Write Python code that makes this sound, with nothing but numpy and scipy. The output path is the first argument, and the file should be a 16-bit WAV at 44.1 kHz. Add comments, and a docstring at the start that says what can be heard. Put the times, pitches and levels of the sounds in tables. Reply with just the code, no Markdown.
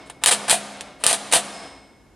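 """Sharp snaps, gritty rasps and a tinny ring: a finger pulls two sliders of a small tin
adding machine down and lets each spring back. Catches snap, the sliders scrape along their
slots and thud into the end stops, and the case and its springs ring on in a quiet room.
Gain control ducks each stroke and lets the ringing swell back."""
import sys
import numpy as np
from scipy import signal
from scipy.io import wavfile

SR = 44100
rng = np.random.default_rng(int(sys.argv[2]) if len(sys.argv) > 2 else 0)


def output_pcm(signal):
    """Save a mono or channel-first signal as 16-bit PCM at the path in sys.argv[1].

    Samples are clipped to [-1, 1] before scaling.
    """
    pcm = np.clip(np.atleast_2d(signal).T, -1, 1) * 32767
    wavfile.write(sys.argv[1], SR, np.round(pcm).astype(np.int16))


N = 94815
LEAD = SR // 2  # pre-roll, so an earlier stroke is still ringing at the start

# Stereo width, as an EQ on the side signal: f/Hz, gain/dB
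SIDE_EQ = [(100, -23), (300, -18), (1000, -19), (3000, -19.5), (6000, -12), (10000, -17), (13000, 1)]


def amp(db):
    """Decibels to gain."""
    return 10 ** (np.asarray(db) / 20)


def unit(x):
    """Scales to energy 1."""
    return x / np.sqrt(np.sum(x ** 2) + 1e-20)


def read(points, hz):
    """Reads a curve on a log-frequency axis."""
    f, value = np.transpose(points)
    return np.interp(np.log(hz + 1), np.log(f + 1), value)


def add(mix, s, sound):
    """Mixes a sound in at s seconds; negative times fall in the pre-roll."""
    part = mix[max(round(s * SR) + LEAD, 0):][:len(sound)]
    part += sound[:len(part)]


def colour(x, db_at, size=4096):
    """Minimum-phase filter with the gain db_at(Hz)."""
    log_gain = np.log(amp(db_at(abs(np.fft.fftfreq(size, 1 / SR)))))
    taps = np.fft.ifft(np.exp(np.conj(signal.hilbert(log_gain)))).real
    return signal.fftconvolve(x, taps[:size // 2])[:len(x)]


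def equalise(x, curve):
    """Shapes a sound with an EQ curve."""
    return colour(x, lambda hz: read(curve, hz))


def tilted(x, db_per_octave):
    """Brightens or dulls a contact, pivoting at 4 kHz."""
    return colour(x, lambda hz: db_per_octave * np.log2(np.maximum(hz, 400) / 4000))


def ring(modes, t):
    """Struck modes, each a decaying sine."""
    return sum(amp(db - 60 * t / t60) * np.sin(2 * np.pi * hz * t) for hz, db, t60 in modes)


def room_tone(level_db=-51.5, width_db=9):
    """A low, steady bed of room noise, almost the same in both ears."""
    # Rumble spectrum: f/Hz, relative level/dB
    rumble_eq = [(15, -30.5), (30, -15), (50, 3), (80, -5), (140, -8.5), (270, -7), (400, -11.5),
                 (700, -17.5), (1500, -24), (4000, -33.5), (10000, -38.5), (15500, -42.5)]
    rumbles = [equalise(rng.standard_normal(N + LEAD), rumble_eq)[LEAD:] for _ in range(2)]
    mid, side = [unit(rumble) * np.sqrt(N) for rumble in rumbles]
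    side = amp(width_db) * equalise(side, SIDE_EQ)
    return amp(level_db) * (mid + np.array([side, -side]))


def slips(samples, per_s=2000, spread_db=4):
    """Friction grit: a dense train of tiny slips of uneven size, rms 1."""
    size = amp(spread_db * np.minimum(rng.exponential(1, samples), 2))
    direction = rng.choice([-1, 1], samples)
    slipping = rng.random(samples) < per_s / SR
    return unit(size * direction * slipping) * np.sqrt(samples)


def slider_rasps():
    """Force of the sliders scraping in their slots: grit that follows the pressure."""
    # Scrapes: t/s, time until fade/s, level/dB, rise/s, fade/s, tilt/(dB per octave)
    scrapes = [(-.39, .055, -2.5, .01, .015, -1), (0.058, 0.02, -50, 0.0025, .01, -2),
               (0.212, 0.021, -42.5, 0.0073, 0.0038, -5.5), (0.266, 0.027, 2, 0.0014, 0.0045, 0.5),
               (0.3082, 0.018, 2, 0.00074, 0.015, -.5), (0.479, 0.0089, -12.5, 0.0021, 0.0078, -2),
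               (0.499, 0.036, 0, 0.0092, .018, 0), (.985, 0.064, -43, 0.024, .005, -4),
               (1.053, 0.0098, -20.5, 0.0023, 0.0032, -4.5), (1.07, 0.047, -1, 0.004, 0.0031, -0.05),
               (1.13, 0.012, -4.5, 0.0022, 0.01, 0), (1.313, 0.0056, -17, .001, .005, -1.5),
               (1.3234, 0.042, 0.5, 0.018, 0.012, 0.08), (1.382, 0.004, -12, .001, 0.015, 0)]
    force, t = np.zeros(N + LEAD), np.arange(SR // 4) / SR
    for s, hold, db, rise, fade, tilt in scrapes:
        pressure = np.minimum(t / rise, 1) * np.exp(-np.maximum(t - hold, 0) / fade)
        add(force, s, amp(db) * tilted(slips(len(t)) * pressure, tilt))
    return force


def shimmer(samples):
    """The long, noisy tail of springs and case; the highs die first."""
    # Tail colour: f/Hz, gain/dB
    tail_eq = [(60, -26.5), (200, -18), (450, -12), (700, -6.5), (1100, -11.5), (2200, -15), (3800, -15),
               (5500, -20), (8500, -17), (9800, -14), (11000, -22.5), (15000, -51)]
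    # Tail decay: f/Hz, T60/s
    tail_t60 = [(200, 1.13), (700, 0.92), (2000, 0.85), (5000, 0.76), (10000, 0.55), (14000, 0.5)]
    hz, age, spectrum = signal.stft(rng.standard_normal(samples), SR, nperseg=256)
    decay = amp(-60 * age / read(tail_t60, hz)[:, None])
    _, tail = signal.istft(spectrum * decay, SR, nperseg=256)
    return equalise(unit(tail[:samples]), tail_eq)


def tin_response(clatter_db=1, clatter_t60_s=0.057):
    """One tap on the tin: a crack and short clatter through the panels, then the shimmer."""
    # Broad colour of the tin: f/Hz, gain/dB
    tin_eq = [(30, -38), (100, -18.5), (200, -9), (400, -6.5), (700, 2), (1100, 0.5), (1900, -1.5),
              (3000, 0.5), (4000, 1.5), (5500, -5.5), (7200, -4), (8600, 3), (9900, 1.5), (10900, -6.5),
              (12500, -12), (15500, -25.5)]
    # Panel resonances: f/Hz, width/Hz, level/dB
    panel_peaks = [(690, 59, -2), (1740, 69, 2), (2460, 46, -7.5), (2940, 63, -11), (3090, 130, -7.5),
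                   (3780, 25, -5.5), (6700, 58, -12.5), (7350, 230, -4.5), (8040, 71, -3.5),
                   (8620, 190, -6), (9480, 300, -1.5), (10400, 48, -5)]

    def body_db(hz):
        peaks = sum(amp(db) / (1 + (2 * (hz - f) / width) ** 2) for f, width, db in panel_peaks)
        return read(tin_eq, hz) + 20 * np.log10(1 + peaks)

    t = np.arange(SR * 3 // 2) / SR
    tap = amp(clatter_db) * unit(rng.standard_normal(len(t)) * amp(-60 * t / clatter_t60_s))
    tap[0] += 1  # the crack ahead of the clatter
    return colour(unit(tap), body_db) + shimmer(len(t))


def end_stops(build_s=0.0072):
    """A slider thuds into its stop and sets the low notes of the case ringing."""
    # Hits on the stops: t/s, thud level/dB, case level/dB
    stop_hits = [(-.34, -20, -1), (.285, -10, -11), (.33, -14, 1.5), (.528, -0.5, 3), (1.112, -6.5, -1.5),
                 (1.362, -5.5, -1)]
    # Short modes of the thud: f/Hz, level/dB, T60/s
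    thud_modes = [(523, -17, 0.12), (622, -10.5, 0.066), (678, -2, 0.12), (732, -6.5, 0.2)]
    # Lingering modes of the case: f/Hz, level/dB, T60/s
    case_modes = [(144.7, -36.5, 0.65), (205.5, -24, 0.7), (275, -37, 1.56), (675, -29, .7),
                  (725, -29, 0.89)]
    out, t = np.zeros(N + LEAD), np.arange(SR * 3 // 2) / SR
    thud = ring(thud_modes, t)
    case = ring(case_modes, t) * (1 - np.exp(-t / build_s))
    for s, thud_db, case_db in stop_hits:
        add(out, s, amp(thud_db) * thud + amp(case_db) * case)
    return out


def spring_twangs(build_s=0.015):
    """The springs sing thin, long notes in close pairs that beat."""
    # Spring modes: f/Hz, level/dB, T60/s
    spring_modes = [(2183, -36, 1.53), (2165, -41, 1.4), (5134, -34.5, 0.97), (5210, -35.5, 0.76),
                    (8120, -40, .8), (8200, -43.5, 1)]
    # Springs set singing: t/s, level/dB
    twang_cues = [(-.34, -1.5), (.31, -1), (.535, -7.5), (1.12, -9), (1.365, -9), (1.515, -5.5)]
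    out, t = np.zeros(N + LEAD), np.arange(SR * 3 // 2) / SR
    note = ring(spring_modes, t) * (1 - np.exp(-t / build_s))
    for s, db in twang_cues:
        add(out, s, amp(db) * note)
    return out


def finger_bumps(rise_s=.003, decay_s=0.012):
    """Soft, dull puffs as the hand shifts on the case."""
    # Touches: t/s, level/dB
    touches = [(.002, -25), (.075, -27), (.163, -26), (.975, -30.5)]
    # Muffled colour of a touch: f/Hz, gain/dB
    touch_eq = [(40, -14.5), (130, 2.5), (250, -2.5), (650, -4.5), (1500, -24), (6000, -44.5)]
    out, t = np.zeros(N + LEAD), np.arange(SR // 8) / SR
    for s, db in touches:
        push = rng.standard_normal(len(t)) * np.minimum(t / rise_s, 1) * np.exp(-t / decay_s)
        add(out, s, amp(db) * equalise(push, touch_eq))
    return out


def catch_snaps(chatter_s=0.0007):
    """Force of the snapping catches, each chattering briefly as it seats."""
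    # Snaps: t/s, level/dB, tilt/(dB per octave)
    snap_cues = [(.099, -4.5, -2), (0.2376, 14.5, 0), (0.2605, 28, 0.5), (.497, 19.5, 2),
                 (0.5133, 24.5, -1.5), (0.809, 2, -1.5), (1.0381, 14.5, 0), (1.0655, 28.5, 1),
                 (1.0762, 23, -0.5), (1.129, 25, 0.5), (1.3246, 19.5, -.5), (1.3362, 24.5, -1)]
    force, t = np.zeros(N + LEAD), np.arange(SR // 4) / SR
    for s, db, tilt in snap_cues:
        snap = unit(rng.standard_normal(len(t)) * np.exp(-t / chatter_s))
        add(force, s, amp(db) * tilted(snap, tilt))
    return force


def tin_contacts(points):
    """Snaps and rasps act at points of contact, each ringing the tin in its own way."""
    out = np.zeros(N + LEAD)
    for _ in range(points):
        force = catch_snaps() + slider_rasps()
        out += signal.fftconvolve(force, tin_response())[:len(out)]
    return out / np.sqrt(points)


def scene(lean_db=.15):
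    """The machine straight ahead, with a little width from its panels, over the room tone."""
    mid = (tin_contacts(points=4) + end_stops() + spring_twangs() + finger_bumps())[LEAD:]
    side = equalise(tin_contacts(points=1), SIDE_EQ)[LEAD:]
    balance = amp([[lean_db], [-lean_db]])
    return np.array([mid + side, mid - side]) * balance + room_tone()


def smooth(x, lag_s):
    """One-pole lag."""
    pole = np.exp(-1 / (lag_s * SR))
    return signal.lfilter([1 - pole], [1, -pole], x)


def record(dry, limit_db=-13, sense_s=0.0032, attack_s=0.00074, recover_db_per_s=40.5):
    """Gain control grips fast and recovers steadily; peaks clip, and the band edges roll off."""
    # Microphone response: f/Hz, gain/dB
    mic_eq = [(15, -22), (45, -6), (120, -1.5), (10300, 0), (12500, -4.5), (16000, -25)]
    power = smooth((dry ** 2).mean(0), sense_s)
    over_db = np.maximum(10 * np.log10(power + 1e-12) - limit_db, 0)
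    recovery_db = np.arange(N) * recover_db_per_s / SR
    held_db = np.maximum.accumulate(over_db + recovery_db) - recovery_db  # catch each peak, then let go
    clipped = np.clip(dry * amp(-smooth(held_db, attack_s)), -1, 1)
    voiced = np.array([equalise(channel, mic_eq) for channel in clipped])
    high_cut = signal.firwin(255, cutoff=16400, window=("kaiser", 9), fs=SR)
    return signal.oaconvolve(voiced, high_cut[None], "same")


dry = scene()
out = record(dry)
output_pcm(out)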